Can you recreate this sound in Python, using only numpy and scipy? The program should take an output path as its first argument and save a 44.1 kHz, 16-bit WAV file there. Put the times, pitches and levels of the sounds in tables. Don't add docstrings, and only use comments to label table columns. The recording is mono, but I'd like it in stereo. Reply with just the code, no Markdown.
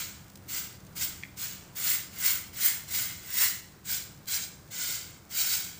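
import sys
import numpy as np
from scipy import signal
from scipy.fft import rfft, irfft, next_fast_len
from scipy.io import wavfile
from scipy.ndimage import map_coordinates

SR = 44100
rng = np.random.default_rng(int(sys.argv[2]) if len(sys.argv) > 2 else 0)


def generate_wav(sig):
    pcm = np.round(np.clip(np.atleast_2d(sig).T, -1, 1) * 32767).astype(np.int16)
    wavfile.write(sys.argv[1], SR, pcm)


N = 255339

# touch_s, press_s (touch to full pressure), hold_s, level_db,
# swell_db (rise over press_s), lift_db_per_s, lag_ms (ground bounce), fizz_db, ring_db (bundle)
STROKES = [ (-.04, 0.016, 0.0206, -34.5, 8, 120.5, 1.3, -5.5, -15),
           (0.474, 0.07, 0.046, -36.5, 9, 135.5, 1.07, -2.5, -20),
           (.95, 0.087, 0.027, -39, 2.5, 118, 0.624, -3, -18),
           (1.359, 0.068, 0.019, -37, 9.5, 107, 1.13, -2.5, -15),
           (1.747, .13, 0.0635, -31.5, 12, 166, 1.1, .5, -7),
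           (2.098, 0.16, .035, -29, 31.5, 140, 1.005, 2, -3.5),
           (2.519, 0.12, 0.041, -29.5, 25.5, 151, .99, 2, -3),
           (2.866, 0.0871, 0.042, -32.5, 17.5, 88, 0.996, 0, -3),
           (3.21, 0.2059, 0.029, -26.5, 31, 150, 1.06, 1, 1.5),
           (3.836, 0.058, 0.0645, -33.5, 21, 165.5, 1.23, -3, -7),
           (4.264, 0.074, 0.011, -30, 10.5, 148, 1.24, -3.5, -5),
           (4.699, 0.12, 0.108, -33.5, 12.5, 108, 1.342, -6.5, -8.5),
           (5.29, 0.084, .18, -32, 18, 95, 1.3, -3.3, -9)]
# centre_s, boost_db
SNAGS = [(1.029, 9), (4.442, 5.5), (5.408, 4), (5.535, 2.5)]
# time_s, bounce_gain, rasp_db
ROUTE = [(0, 0.127, -8), (2.9, 0.138, -9), (3.9, 0.28, -12.5), (5.5, 0.43, -11.5)]
# frequency_hz, level_db
TIP_COLOUR = [(400, -32.5), (1200, -23), (2600, -6.5), (3300, -5.5), (4200, -1.5), (4900, 0.2), (5800, -2),
              (7400, 4), (8500, -2.6), (9600, -13.5), (12000, -15.5), (16000, -15)]
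# frequency_hz, level_db
STICK_COLOUR = [(200, -33), (500, -12), (800, -11.5), (1150, -6), (1500, 2.5), (1800, -8), (2100, 4.5),
                (2550, -2.5), (3400, 0), (6000, -71.5)]
# frequency_hz, level_db
BUNDLE_COLOUR = [(1000, -50.5), (1850, -5), (2060, 1), (2300, -13.5), (4000, -43)]
# frequency_hz, level_db
FIZZ_COLOUR = [(6000, -32), (8500, 4), (10000, 0.5), (11800, 0), (13500, -3.5), (16000, -1.5)]
# frequency_hz, level_db
TOWN_COLOUR = [(20, -12.5), (38, -20), (55, -7), (80, 1.5), (130, -1), (195, -1), (240, -11), (310, -8.5),
               (400, -14), (800, -17.5), (1600, -20), (3000, -28.5), (8000, -30), (14000, -40)]
# start_s, peak_db
GRIT_TICKS = [(.300, -45), (.356, -37.5), (.373, -45), (.725, -42), (.804, -45), (.850, -45), (.867, -44),
              (4.231, -47), (4.257, -39), (5.648, -29)]
# frequency_hz, level_db
GRIT_COLOUR = [(300, -40), (1200, -20), (2500, -7), (4500, -2), (7500, 0), (10000, -7), (16000, -17)]
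# start_s, peak_db
PAN_CONTACTS = [(1.228, -39), (1.235, -26), (1.2515, -37)]
# pitch_hz, level_db, t60_s
PAN_MODES = [(1300, -15, .012), (2100, 0, .022), (2280, 1, .018), (3300, -8, .01), (4200, -18, .008),
             (5600, -16, .006), (6900, -15, .006)]
# frequency_hz, gain_db
MIC_PORT = [(13600, 0), (14050, 4), (14500, 13), (14950, 19.5), (15400, 20), (15700, 15)]
# frequency_hz, gain_db
SIDE_COLOUR = [(2000, -62.5), (7000, -65), (10000, -42.5), (13300, -16), (14600, -54)]

LANDING_S, LIFTED_DB = .019, 30
SNAG_HALF_S, SNAG_RASP_SHARE = 0.021, 0.75
TOWN_DB, TOWN_FADE_DB_PER_S = -51.5, 0.62
MIC_TOP_HZ = 15480


def undb(db):
    return 10 ** (np.asarray(db) / 20)


def unit(x):
    return x / np.sqrt(np.mean(x ** 2))


def colour(x, points):
    size = 2 * next_fast_len(len(x))
    hz, db = np.transpose(points)
    curve_db = np.interp(np.log(np.fft.rfftfreq(size, 1 / SR) + 1), np.log(hz), db)
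    cepstrum = irfft(np.log(undb(curve_db)))
    cepstrum[1:size // 2] *= 2
    cepstrum[size // 2 + 1:] = 0
    return irfft(rfft(x, size) * np.exp(rfft(cepstrum)))[:len(x)]


def lowpass(x, hz):
    return signal.sosfiltfilt(signal.butter(2, hz, fs=SR, output="sos"), x)


def delayed(x, lag_ms):
    return map_coordinates(x, [np.arange(len(x)) - lag_ms * SR / 1000], order=3)


def walk(per_s, size):
    at = np.arange(size) * per_s / SR
    return map_coordinates(rng.standard_normal(int(at[-1]) + 2), [at], order=2, mode="nearest")


def add(out, start_s, x):
    i = max(int(start_s * SR), 0)
    out[i:i + len(x)] += x[:max(len(out) - i, 0)]


def flicks(size, per_s, spread_db, bunch_db):
    clicks = (rng.random(size) < per_s / SR) * rng.choice([-1, 1], size)
    force_db = spread_db * np.minimum(rng.standard_normal(size), 2)
    return unit(clicks * undb(force_db + bunch_db * walk(170, size)))


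def chatter(size, low_hz, high_hz, ring_s, per_s):
    out = np.zeros(size)
    span = np.linspace(-2, 2, int(4 * ring_s * SR))
    for when, pitch, slide, force in rng.random((int(per_s * size / SR) + 1, 4)):
        bend = 1 + 0.03953 * (slide - .5) * span + 0.013 * walk(314, len(span))
        hz = low_hz * (high_hz / low_hz) ** pitch * bend
        judder = (.5 + force) * np.exp(-span ** 2) * np.sin(2 * np.pi * np.cumsum(hz) / SR)
        add(out, when * size / SR - ring_s, judder)
    return unit(out)


def tip_hiss(size):
    tips = flicks(size, per_s=11000, spread_db=3, bunch_db=0.5)
    squeaks = chatter(size, low_hz=3200, high_hz=9500, ring_s=.009, per_s=260)
    return unit(unit(colour(tips, TIP_COLOUR)) + undb(-6) * unit(colour(squeaks, TIP_COLOUR)))


def stick_rasp(size, ring_db):
    sticks = flicks(size, per_s=4500, spread_db=5, bunch_db=-1.5)
    judder = chatter(size, low_hz=1450, high_hz=2400, ring_s=0.015, per_s=70)
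    bundle = unit(colour(rng.standard_normal(size), BUNDLE_COLOUR))
    return unit(colour(sticks, STICK_COLOUR)) + undb(-9) * judder + undb(ring_db) * bundle


def dust_fizz(size):
    dust = flicks(size, per_s=14000, spread_db=3, bunch_db=1.6)
    return unit(colour(dust, FIZZ_COLOUR)) * undb(-3 + 0.91 * walk(70.7, size))


def arm_pressure(since_s, press_s, hold_s, swell_db, lift_db_per_s):
    leaning_db = -swell_db * np.clip(1 - since_s / press_s, 0, 1)
    return leaning_db - lift_db_per_s * np.maximum(since_s - press_s - hold_s, 0)


def near_bounces(direct, swing_s, lag_ms, bounce_gain):
    ground = lowpass(delayed(direct, lag_ms - 0.072 * swing_s), hz=6300)
    nearby = sum(delayed(direct, 2.4 + 1.8 * where + .7 * drift * swing_s)
                 for where, drift in rng.uniform(-1, 1, (4, 2)))
    return bounce_gain * ground + .11 * nearby


def stroke(touch_s, press_s, hold_s, level_db, swell_db, lift_db_per_s, lag_ms, fizz_db, ring_db):
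    size = int(np.round(press_s + hold_s + LIFTED_DB / lift_db_per_s, 1) * SR)
    t = max(touch_s, 0) + np.arange(size) / SR
    pressure_db = arm_pressure(t - touch_s, press_s, hold_s, swell_db, lift_db_per_s)
    snag_db = sum(db * np.exp(-((t - centre_s) / SNAG_HALF_S) ** 2) for centre_s, db in SNAGS)
    contact = np.clip((t - touch_s) / LANDING_S, 0, 1) * np.minimum((t[-1] - t) / 0.0037, 1)
    middle_s = touch_s + press_s + hold_s / 2
    swing_s = t - middle_s
    drag = np.tanh(swing_s / 0.15)
    route_s, *route = np.transpose(ROUTE)
    bounce_gain, rasp_db = (np.interp(middle_s, route_s, column) for column in route)
    hiss = tip_hiss(size)
    rasp = stick_rasp(size, ring_db + 0.16 * pressure_db)
    rasp *= undb(rasp_db - 0.18 * pressure_db + 0.68 * drag)
    fizz = dust_fizz(size) * undb(fizz_db + 0.219 * pressure_db - 1.1 * drag)
    direct = (hiss + fizz) * undb(snag_db) + rasp * undb(SNAG_RASP_SHARE * snag_db)
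    direct *= undb(level_db + pressure_db - 1.03) * contact
    return direct + near_bounces(direct, swing_s, lag_ms, bounce_gain)


def lane(x, wet_db, mid_t60_s=0.628, top_t60_s=0.47, build_s=0.0061):
    t = np.arange(SR) / SR
    noise = rng.standard_normal(SR)
    low = lowpass(noise, hz=8250)
    tail = low * 1000 ** (-t / mid_t60_s) + 0.716 * (noise - low) * 1000 ** (-t / top_t60_s)
    response = undb(wet_db) * unit(tail * np.minimum(t / build_s, 1) ** 2) / np.sqrt(SR)
    response[0] = 1
    return signal.fftconvolve(x, response)


def broom():
    out = np.zeros(N)
    for touch_s, *gesture in STROKES:
        add(out, touch_s, lane(stroke(touch_s, *gesture), wet_db=-12.5))
    return out


def town():
    air = unit(colour(rng.standard_normal(N), TOWN_COLOUR))
    rumble = lowpass(air, hz=202)
    waver_db = 1.2 * walk(9, N)
    fade_db = -TOWN_FADE_DB_PER_S * (np.arange(N) - N / 2) / SR
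    hiss = (air - rumble) * undb(.5 * walk(3.99, N))
    return undb(TOWN_DB) * (rumble * undb(fade_db + waver_db) + hiss)


def grit():
    out, t = np.zeros(N), np.arange(SR // 20) / SR
    for start_s, peak_db in GRIT_TICKS:
        tick = colour(rng.standard_normal(len(t)) * np.exp(-t / .003), GRIT_COLOUR)
        add(out, start_s, tick * undb(peak_db) / np.abs(tick).max())
    patter = flicks(N, per_s=320, spread_db=5, bunch_db=3) * undb(3 * walk(12, N))
    return out + undb(-70) * unit(colour(patter, GRIT_COLOUR))


def dustpan():
    out, t = np.zeros(N), np.arange(SR // 10) / SR
    ring = sum(undb(db) * 1000 ** (-t / t60_s) * np.sin(2 * np.pi * hz * t)
               for hz, db, t60_s in PAN_MODES)
    ring = signal.sosfilt(signal.butter(3, [1500, 7500], "band", fs=SR, output="sos"), ring)
    for start_s, peak_db in PAN_CONTACTS:
        push = 0.11 * rng.standard_normal(len(t)) * np.exp(-t / 0.0022)
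        push[0] += 1
        knock = signal.fftconvolve(push, ring)
        add(out, start_s, knock * undb(peak_db) / np.abs(knock).max())
    return out


def scene():
    mid = broom() + lane(grit() + dustpan(), wet_db=-13.5)[:N] + town()
    scatter = unit(rng.standard_normal(256)) / np.sqrt(256)
    side = colour(signal.fftconvolve(mid, scatter)[:N], SIDE_COLOUR)
    return np.array([mid + side, mid - side])


def record(dry):
    heard = np.array([colour(channel, MIC_PORT) for channel in dry])
    return signal.sosfilt(signal.ellip(12, .2, 80, MIC_TOP_HZ, fs=SR, output="sos"), heard)


dry = scene()
out = record(dry)
generate_wav(out)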